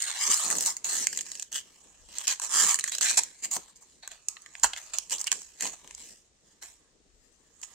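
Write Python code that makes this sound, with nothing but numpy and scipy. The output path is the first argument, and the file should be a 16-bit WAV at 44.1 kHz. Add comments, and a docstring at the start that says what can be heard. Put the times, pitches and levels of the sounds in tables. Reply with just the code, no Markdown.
"""Peeling sticky wrap off a tool handle

Gloved hands pull wrap from a wooden handle, close to a phone above a workbench. The glue lets go by
stick-slip, in dense irregular clicks, and the creased sheet snaps in lone cracks with a short rattle.
The bench and a small quiet workshop reflect the sound; the phone's ports resonate near 7 kHz."""
import sys
import numpy as np
from scipy import signal
from scipy.fft import rfft, irfft
from scipy.io import wavfile
from scipy.ndimage import uniform_filter1d

SR = 44100
rng = np.random.default_rng(int(sys.argv[2]) if len(sys.argv) > 2 else 0)


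def output_pcm(signal):
    """Save a mono or channel-first signal as 16-bit PCM at the path in sys.argv[1].

    Samples are clipped to [-1, 1] before scaling.
    """
    pcm = np.clip(np.atleast_2d(signal).T, -1, 1) * 32767
    wavfile.write(sys.argv[1], SR, np.round(pcm).astype(np.int16))


N = 341334

# Position of the hands. Each row: time in seconds, left minus right level in dB.
HANDS = [(0.0, -3), (0.19, -0.5), (2.87, -3), (3.75, 0.5), (4.18, -4), (6.1, -1), (6.81, -3.5), (7.26, 26),
         (7.52, -5.5), (7.74, -7)]
# Band edges of what a slip excites: the handle thuds, the sheet flexes, the glue ticks.
HANDLE_HZ = [300, 600, 850, 1100, 1400]
SHEET_HZ = [1400, 2100, 3100, 4500]
TICK_HZ = [4500, 6200, 8200, 11000, 17000]
LEFT_RIGHT = np.array([[1], [-1]])


def undb(db):
    """Amplitude ratio of a level in dB."""
    return 10 ** (np.asarray(db) / 20)


def unit(x):
    """Normalisation to an RMS of 1."""
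    return x / np.sqrt(np.mean(x ** 2))


def butter(x, order, hz, kind):
    """Butterworth filtering, flat in the passband."""
    return signal.sosfilt(signal.butter(order, hz, kind, fs=SR, output="sos"), x)


def at(curve, t):
    """Linear interpolation of a curve at times t."""
    return np.interp(t, *np.transpose(curve))


def delayed(x, lag):
    """A moving delay of lag samples, by interpolation."""
    return np.interp(np.arange(N) - lag, np.arange(N), x)


def gain_at(spectrum, size):
    """Gain in dB at each transform bin, interpolated over log frequency."""
    hz, db = np.transpose(spectrum)
    return np.interp(np.log(np.maximum(np.fft.rfftfreq(size, 1 / SR), 1)), np.log(hz), db)


def minimum_phase(db):
    """Folding the cepstrum gives the most compact causal response with these gains."""
    cepstrum = irfft(db * np.log(10) / 20)
    cepstrum[1:len(cepstrum) // 2] *= 2
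    cepstrum[len(cepstrum) // 2 + 1:] = 0
    return irfft(np.exp(rfft(cepstrum)))


def sway(rate):
    """Slow random modulation of RMS 1, ramping to a new value rate times a second."""
    hold = int(SR / rate)
    steps = np.repeat(rng.standard_normal(N // hold + 1), hold)
    return unit(uniform_filter1d(steps, hold)[:N])


def swells(events, rest_db, depth_db=17):
    """Powers add: a resting level plus events that change by depth_db over each rise and fall."""
    s, level_db, rise, fall = np.array(events).T[:, :, None]
    t = np.arange(0, N + 64, 64) / SR
    lost_db = depth_db * np.maximum((s - t) / rise, (t - s) / fall)
    power = undb(2 * rest_db) + undb(2 * (level_db - lost_db)).sum(0)
    return np.interp(np.arange(N) / SR, t, np.sqrt(power))


def workshop(air_db=-69):
    """Room noise, coherent between the ports mainly in the bass, over a deep rumble."""
    # Workshop air. 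Each row: frequency in Hz, relative spectral density in dB.
    air_spectrum = [(41, -23), (70, -5.5), (139, -11), (309, -15.5), (1570, -22), (5030, -19),
                    (7080, -15.5), (9110, -23), (10400, -63.5), (16500, -49)]
    # Rumble as the hands move. Each row: peak time in seconds, level in dB, rise and fall in seconds.
    rumbles = [(2.05, -62.5, 0.12, 0.18), (3.575, -68, 0.032, 0.16), (4.65, -54.5, 0.033, 0.11),
               (4.95, -66.5, 0.13, 0.11), (5.7, -67, 0.092, .1), (5.99, -67, 0.37, 0.26),
               (7.15, -69, 0.33, 0.29)]
    mid, side = rfft(rng.standard_normal((2, N))) * undb(gain_at(air_spectrum, N))
    width = np.clip(np.fft.rfftfreq(N, 1 / SR) / 700, .45, 1)
    air = irfft(mid + LEFT_RIGHT * width * side, N)
    low = butter(rng.standard_normal((2, N)), 3, [22, 68], "bandpass")
    rumble = unit(low[0]) * undb(3 * LEFT_RIGHT) + .39 * unit(low[1]) * LEFT_RIGHT
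    return unit(air) * undb(air_db) + rumble * swells(rumbles, rest_db=-77.5)


def echo(t60, level_db, delay_s, top_hz):
    """Diffuse reflections decay exponentially, in a separate pattern at each port."""
    t = np.arange(int(t60 * SR)) / SR
    spray = rng.standard_normal((2, len(t))) * undb(-60 * t / t60) * (t > delay_s)
    spray = butter(spray, 1, top_hz, "lowpass")
    return spray * undb(level_db) / np.sqrt(np.sum(spray ** 2, 1, keepdims=True))


def reflections(x, patterns=6):
    """Early reflections off hands, tool and sheet, later ones off walls; patterns blend as hands move."""
    shares = undb(15 * np.array([sway(6) for _ in range(patterns)]))
    shares /= np.sqrt(np.sum(shares ** 2, 0))
    out = np.zeros((2, N))
    for share in shares:
        near = echo(t60=.007, level_db=-7, delay_s=.0006, top_hz=9200)
        walls = echo(t60=.25, level_db=-16, delay_s=.0046, top_hz=7000)
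        for response in near, walls:
            out += signal.oaconvolve(x * share, response, axes=1)[:, :N]
    return out


def bench_top(x, share=.46, delay_s=.00042, drift_s=.000222):
    """Comb filtering: the image source in the bench arrives late, by a gap that drifts with the hands."""
    lags = np.abs(delay_s + drift_s * (sway(5) + .48 * sway(5) * LEFT_RIGHT)) * SR
    return x + share * np.array([delayed(channel, lag) for channel, lag in zip(x, lags)])


def grip():
    """Contact noise of rubber on wood: dull uneven bumps, louder at the left port."""
    # Shifts of grip. Each row: peak time in seconds, level in dB, rise and fall in seconds.
    shifts = [(0.3, -51.5, 0.06, 0.041), (0.445, -58, 0.025, 0.11), (0.51, -49, 0.072, 0.13),
              (0.59, -52, 0.061, 0.18), (0.95, -56.5, 0.18, 0.48), (1.55, -65, 0.044, 0.28),
              (2.15, -63, 0.21, 0.16), (2.285, -63.5, 0.011, 0.065), (2.64, -49, 0.12, 0.14),
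              (3.12, -57.5, 0.33, 0.2), (3.46, -52.5, 0.034, 0.039), (3.572, -48, 0.022, 0.036),
              (4.642, -46.5, 0.011, 0.051), (5.12, -60.5, 0.038, 0.12), (5.325, -60.5, 0.013, 0.17),
              (5.65, -45, 0.035, 0.065), (5.85, -61.5, 0.017, 0.11), (6.1, -62.5, 0.25, 0.12)]
    bumps = rng.standard_normal((2, N)) * undb(3.3 * sway(40))
    dull = butter(bumps, 3, [150, 540], "bandpass")
    stereo = unit(dull[0]) * undb(2.5 * LEFT_RIGHT) + .5 * unit(dull[1]) * LEFT_RIGHT
    return stereo * swells(shifts, rest_db=-74)


def band_responses(edges_hz, size=2048):
    """Impulse responses of each band at both ports; their sum, averaged over the ports, has energy 1."""
    # The wrap heard through the ports. Each row: frequency in Hz, relative spectral density in dB.
    colour = [(240, -51), (400, -29), (650, -17.5), (1200, -14), (1870, -17.5), (3030, -15.5), (5730, -13),
              (6500, -5), (7600, -4), (8700, -11.5), (10200, -24), (15000, -26), (16500, -43)]
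    # Imbalance of the ports. Each row: frequency in Hz, left minus right level in dB.
    imbalance = [(60, -8), (110, -4.5), (200, 27), (380, 14.5), (700, 4), (1290, 5), (2380, 3), (4400, 1),
                 (8120, -2), (15000, 4)]
    ports = [minimum_phase(gain_at(colour, size) + side * gain_at(imbalance, size) / 2)
             for side in (1, -1)]
    bands = np.array([butter(ports, 2, pair, "bandpass") for pair in zip(edges_hz, edges_hz[1:])])
    return bands / np.sqrt(np.sum(bands.sum(0).mean(0) ** 2))


def clicks(s, parts, scatter_db, swell_db, smear_s):
    """Impulse excitation: a click at each time s rings every band with its own strength and delay."""
    out, pan_db = np.zeros((2, N)), at(HANDS, s)
    port_gap_s = .00005 * rng.standard_normal(len(s))
    for edges_hz, size in parts:
        for response in band_responses(edges_hz):
            strength, late, sign = rng.standard_normal((len(s), 3)).T
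            # the stretched sheet changes shape, so each band swells and fades on its own
            shape_db = swell_db * sway(9)[np.clip((s * SR).astype(int), 0, N - 1)]
            push = size * undb(scatter_db * strength + shape_db) * np.sign(sign)
            for channel, side in enumerate((1, -1)):
                arrival = ((s + smear_s * np.abs(late) + side * port_gap_s / 2) * SR).astype(int)
                train = np.bincount(np.clip(arrival, 0, N - 1), push * undb(side * pan_db / 2), N)
                out[channel] += signal.oaconvolve(train, response[channel])[:N]
    return out


def pops(s, size, hz, t60):
    """Damped resonance: a pocket of sheet rings briefly at its own pitch."""
    t = np.arange(1024) / SR
    ring = (1 - np.exp(-t / .000088)) * undb(-60 * t / t60) * np.sin(2 * np.pi * hz[:, None] * t)
    where = np.clip((s * SR).astype(int)[:, None] + np.arange(len(t)), 0, N - 1).ravel()
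    pan_db = .21 * at(HANDS, s)
    gains = size * undb(LEFT_RIGHT * pan_db / 2)
    return np.array([np.bincount(where, (gain[:, None] * ring).ravel(), N) for gain in gains])


def flaps():
    """A low damped resonance sounds as the strip lets go of the handle."""
    # Dull flaps. Each row: start in seconds, level in dB, pitch in Hz.
    releases = [(3.4569, -45, 499.4), (3.5678, -26.5, 720)]
    s, level_db, hz = np.transpose(releases)
    return butter(pops(s, undb(level_db), hz, t60=.0094), 1, 250, "highpass")


def cracks(snaps=12, rattle_t60=.04):
    """Snap-through buckling: a crease snaps once, and smaller snaps die out along the fold."""
    # Creases. Each row: start in seconds, treble and hollow pop levels in dB, mean pop pitch in Hz.
    creases = [(0.022, -14, -43, 4250), (0.2374, -19, -39, 2500), (0.314, -14, -26.5, 2387),
               (0.3236, -14, -23, 2335), (0.3315, -14.5, -21.5, 2223), (0.3416, -13, -30, 1100),
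               (0.361, -23.5, -33, 1800), (0.502, -11.5, -26.5, 2100), (0.5108, -12.5, -27, 1950),
               (0.527, -15, -28, 1700), (0.553, -20.5, -29.5, 2196), (0.568, -18, -46, 2690),
               (0.5842, -15, -30, 930), (0.6078, -12, -25.5, 3900), (0.624, -14.5, -37, 2970),
               (0.637, -25, -32, 3520), (0.649, -21, -41, 3030), (0.6605, -12, -29, 3120),
               (0.7673, -19.5, -39, 1830), (1.0695, -8, -20.5, 2340), (1.129, -18.5, -31.5, 1918),
               (1.149, -34, -37, 4190), (1.1737, -16.5, -32, 1960), (1.1892, -25, -26.5, 2700),
               (1.2087, -20, -35.5, 2292), (1.2647, -32, -37, 3150), (1.3164, -26.5, -32.5, 4270),
               (1.353, -30, -36.5, 3940), (1.3961, -24.5, -32.5, 2900), (1.424, -23, -34, 3366),
               (1.527, -27, -38, 3540), (2.184, -19.5, -32.5, 3000), (2.2706, -13.5, -31, 3525),
               (2.2793, -7.5, -26, 3468), (2.3977, -21, -30, 1300), (2.418, -24, -31, 1223),
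               (2.7433, -7.5, -32, 1890), (2.756, -14, -35.5, 2993), (2.7886, -17, -27.5, 2545),
               (2.795, -15.5, -26, 3000), (2.8088, -23, -31, 4110), (2.84, -12, -23, 2000),
               (2.8796, -36, -28.5, 1607), (2.92, -20.5, -32, 2483), (2.9505, -18, -27.5, 4097),
               (2.983, -18, -26, 3480), (3.0106, -14, -26.5, 1816), (3.0252, -19, -40, 3504),
               (3.043, -16, -32, 1996), (3.1115, -15, -28.5, 1182), (3.1809, -13, -20, 3743),
               (3.2344, -19, -32, 4290), (3.4453, -25.5, -42, 1747), (3.5657, -16, -23, 960),
               (4.076, -26.5, -30, 1545), (4.1162, -36, -37, 3480), (4.2848, -15, -38, 3340),
               (4.3678, -46, -34.5, 2334), (4.4192, -35.5, -61.5, 3540), (4.461, -39, -38, 1985),
               (4.5526, -40, -34.5, 2120), (4.5976, -35, -54, 1499), (4.6352, -9.5, -20, 3430),
               (4.6431, -18, -16, 1147), (4.734, -30.5, -22.5, 3130), (4.763, -30, -31.5, 3035),
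               (4.985, -12.5, -25, 4368), (5.097, -27, -40, 3395), (5.1072, -20.5, -34, 3172),
               (5.183, -24.5, -34, 4277), (5.213, -20, -35, 3802), (5.242, -22.5, -43.5, 1137),
               (5.2696, -17, -27.5, 3055), (5.3168, -12, -18.5, 3020), (5.3262, -14.5, -23.5, 1764),
               (5.418, -30, -45, 1507), (5.608, -18, -29.5, 2500), (5.6234, -17.5, -27, 1820),
               (5.654, -26, -24.5, 1183), (5.845, -44, -41, 1060), (5.8753, -38.5, -46, 2590),
               (5.909, -36, -40.5, 2720), (5.9484, -32.5, -44.5, 4320), (7.6151, -34, -50, 4010),
               (7.633, -31, -40.5, 3000)]
    start, tick_db, pop_db, hz = np.array(creases).T[:, :, None]
    when, detune = np.moveaxis(rng.random((len(start), snaps, 2)), 2, 0)
    after_s = rattle_t60 * when ** 2 / 2
    after_s[:, 0] = 0
    size = undb(-6 - 60 * after_s / rattle_t60) * slip_sizes(after_s.shape, spread_db=2.1)
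    size[:, 0] = 1
    s = (start + after_s).ravel()
    response_peak = np.abs(band_responses(TICK_HZ).sum(0).mean(0)).max()
    tick = (size * undb(tick_db - 6)).ravel() / response_peak
    pop = (size * undb(pop_db)).ravel()
    parts = (HANDLE_HZ, pop * undb(-8)), (SHEET_HZ, pop * undb(3.5)), (TICK_HZ, tick)
    rattle = clicks(s, parts, scatter_db=.4, swell_db=-2, smear_s=.0004)
    hollow = pops(s, pop, (hz * (1 + .6 * (detune - .5))).ravel(), t60=.0077)
    return rattle + butter(hollow, 2, 700, "highpass")  # the small pocket radiates no bass


def loose_strip(x, returned=.36, wobble=.06, trips=3):
    """Waves run to and fro along the loose strip, so its resonances slide with the tension."""
    # Tuning of the strip. Each row: time in seconds, lowest resonance in Hz.
    tuning = [(0.0, 4200), (0.07, 1610), (0.16, 1000), (0.33, 1200), (0.45, 2430), (0.74, 1971),
              (1.05, 2404), (1.53, 3350), (2.2, 3300), (2.5, 1981), (2.75, 1121), (3.0, 2242), (4.31, 2600),
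              (4.67, 1483), (5.12, 3603), (5.8, 2019)]
    lag = SR / (at(tuning, np.arange(N) / SR) * np.exp(wobble * sway(14)))
    back = sum(returned ** k * np.array([delayed(channel, k * lag) for channel in x])
               for k in range(1, trips + 1))
    return x + butter(back, 2, 5000, "lowpass")


def pulling(s, rise_db=15, fall_db=32.5):
    """Pulls and rubbing add in power, giving treble, sheet and handle levels in dB at times s."""
    # Pulls on the wrap. Each row: start, rise, hold and fall in seconds, treble level in dB,
    # sheet and handle levels in dB relative to the treble.
    pulls = [(0.0, 0.00086, 0.044, 0.84, -36.5, -3.5, -36), (0.051, .01, .11, 0.11, -45, 7.5, -3.5),
             (0.179, 0.029, 0.11, 0.14, -33, -3, -11.5), (0.283, 0.027, 0.032, 0.19, -29, -9, -22),
             (0.372, 0.026, 0.13, 0.086, -33, -8.5, -11), (0.535, 0.023, .11, .05, -36.5, -9, -16),
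             (0.653, 0.003, 0.04, 0.094, -31, -11.5, -13.5), (0.84, 0.0041, 0.2, 0.054, -30.5, -10, -18),
             (1.069, 0.018, 0.13, 0.074, -42, -9.5, -31), (1.247, .004, 0.16, 0.14, -47.5, -5.5, -20),
             (1.514, 0.0039, 0.015, 0.031, -41, -10, -14), (1.529, 0.026, 0.022, 0.063, -31, -5.5, -18.5),
             (2.084, 0.11, 0.018, 0.1, -40.5, -1.5, -9), (2.233, 0.0099, 0.011, 0.027, -39, -3, -27),
             (2.27, 0.006, 0.042, 0.07, -30, -2.5, -15), (2.409, 0.01, 0.046, 0.055, -35.5, -7.5, -10),
             (2.489, 0.066, .16, 0.097, -26, -6.5, -10), (2.8, 0.066, 0.0019, 0.023, -43, 1, -18),
             (2.873, 0.003, 0.023, 0.018, -36.5, -7.5, -19),
             (2.914, 0.0038, 0.023, 0.12, -36.5, -6.5, -13.5), (3.006, 0.0066, 0.065, 0.27, -29, -4, -17),
             (3.17, 0.0022, 0.02, 0.021, -22, -5, -12), (3.195, .003, .002, 0.065, -44, 1, -5),
             (3.422, 0.021, 0.0086, 0.037, -35, -3.5, -13.5),
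             (3.507, 0.0048, 0.055, 0.027, -33.5, -11.5, -14.5),
             (3.674, 0.0086, 0.02, 0.032, -52.5, -7.5, -9.5),
             (3.755, 0.0044, 0.0074, 0.056, -52, -15.5, -32), (3.806, .008, 0.012, 0.043, -51, -20, -6.5),
             (4.023, 0.0032, 0.012, 0.13, -56.5, 12, 7), (4.099, 0.0057, 0.019, 0.17, -52, 5, -2.5),
             (4.28, 0.0048, .002, 0.29, -50.5, -6.5, -8.5), (4.63, 0.0043, 0.011, 0.048, -26, -3.5, -9.5),
             (4.768, 0.0064, 0.0021, 0.064, -42, -1.5, -12.5),
             (4.933, 0.0024, .002, 0.16, -35.5, -3.5, -13), (5.1, 0.02, 0.011, 0.079, -29.5, -4.5, -12),
             (5.177, 0.024, .005, 0.067, -36, -9, -16), (5.261, 0.015, 0.0018, 0.029, -36.5, 2, -30),
             (5.308, 0.0047, 0.033, 0.41, -44, -7, -17), (5.586, 0.04, 0.042, 0.11, -34.5, -4, -9.5),
             (5.715, 0.02, 0.0063, 0.023, -44, -4, -6), (5.97, 0.0056, 0.13, 0.21, -48, -6, -16),
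             (6.613, 0.012, 0.0057, 0.21, -42.5, -5.5, -10),
             (7.626, 0.0032, 0.0091, 0.046, -42.5, -6.5, -16.5)]
    # Gloves rubbing on wrap and wood. Each row: time in seconds, treble level in dB.
    rubbing = [(0.0, -46), (0.83, -57), (1.5, -74.5), (1.65, -57), (2.07, -60.5), (3.34, -58), (3.61, -54),
               (3.75, -68.5), (3.86, -61), (4.02, -66.5), (4.35, -64), (4.57, -54.5), (4.93, -51),
               (5.09, -58), (5.46, -60), (5.95, -55.5), (6.3, -82), (6.5, -64.5), (6.6, -72), (6.8, -67.5),
               (7.05, -83.5), (7.58, -64.5), (7.74, -56.5)]
    start, rise, hold, fall, level_db, sheet_db, handle_db = np.array(pulls).T[:, :, None]
    lost_db = rise_db * np.clip(1 - (s - start) / np.maximum(rise, .001), 0, 1)
    lost_db += fall_db * np.maximum(s - start - np.maximum(rise, .001) - hold, 0) / np.maximum(fall, .005)
    pull = undb(2 * (level_db - lost_db)) * (s >= start)
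    rub = undb(2 * at(rubbing, s))
    return [10 * np.log10((pull * undb(2 * pull_db)).sum(0) + rub * undb(2 * rub_db))
            for pull_db, rub_db in ((0, 0), (sheet_db, -3.5), (handle_db, -8.5))]


def slip_sizes(count, spread_db):
    """A capped power law of amplitudes: many small slips, a few large."""
    size_db = spread_db * np.minimum(rng.exponential(size=count), 5)
    return undb(size_db - 1.83 * spread_db)


def peel(slips_per_s=3000, jumps_per_s=150, jump_db=13):
    """Stick-slip: glue strands let go at random; a harder pull makes the peel front jump more often."""
    rub_db, rip_db = -69, -38.5  # below the first gloves rub smoothly, above the second the glue rips
    count = int(slips_per_s * N / SR)
    s = np.sort(rng.uniform(0, N / SR, count))
    level_db, sheet_db, handle_db = pulling(s)
    effort = np.clip((level_db - rub_db) / (rip_db - rub_db), .45, 1)
    jump_rate = jumps_per_s * undb(2.5 * sway(60)[(s * SR).astype(int)] + .6 * (level_db - rip_db))
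    cycles = np.cumsum(jump_rate / slips_per_s)
    jumps = np.diff(np.floor(cycles), prepend=0) > 0  # one snap each stick-slip cycle
    surge_db = 1.2 * unit(uniform_filter1d(rng.standard_normal(count), size=40))
    uneven_db = effort * (jump_db * jumps - 3.5 * np.sin(2 * np.pi * cycles) + surge_db)
    size = undb(uneven_db - 9.5) * slip_sizes(count, spread_db=effort) * np.sqrt(N / count)
    parts = ((HANDLE_HZ, size * undb(handle_db)), (SHEET_HZ, size * undb(sheet_db)),
             (TICK_HZ, size * undb(level_db)))
    return clicks(s, parts, scatter_db=1.5, swell_db=2, smear_s=.0003)


def scene():
    """Superposition of the wrap, its reflections, the gloves and the room."""
    wrap = bench_top(loose_strip(peel()) + cracks() + flaps())
    return wrap + reflections(wrap) + grip() + workshop()


def record(dry):
    """Soft saturation in the phone rounds the hardest peaks; a steep low-pass cuts the very top."""
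    low_pass = signal.ellip(10, .2, 90, 15900, fs=SR, output="sos")
    return signal.sosfilt(low_pass, np.tanh(1.64 * dry) / 1.69)


dry = scene()
out = record(dry)
output_pcm(out)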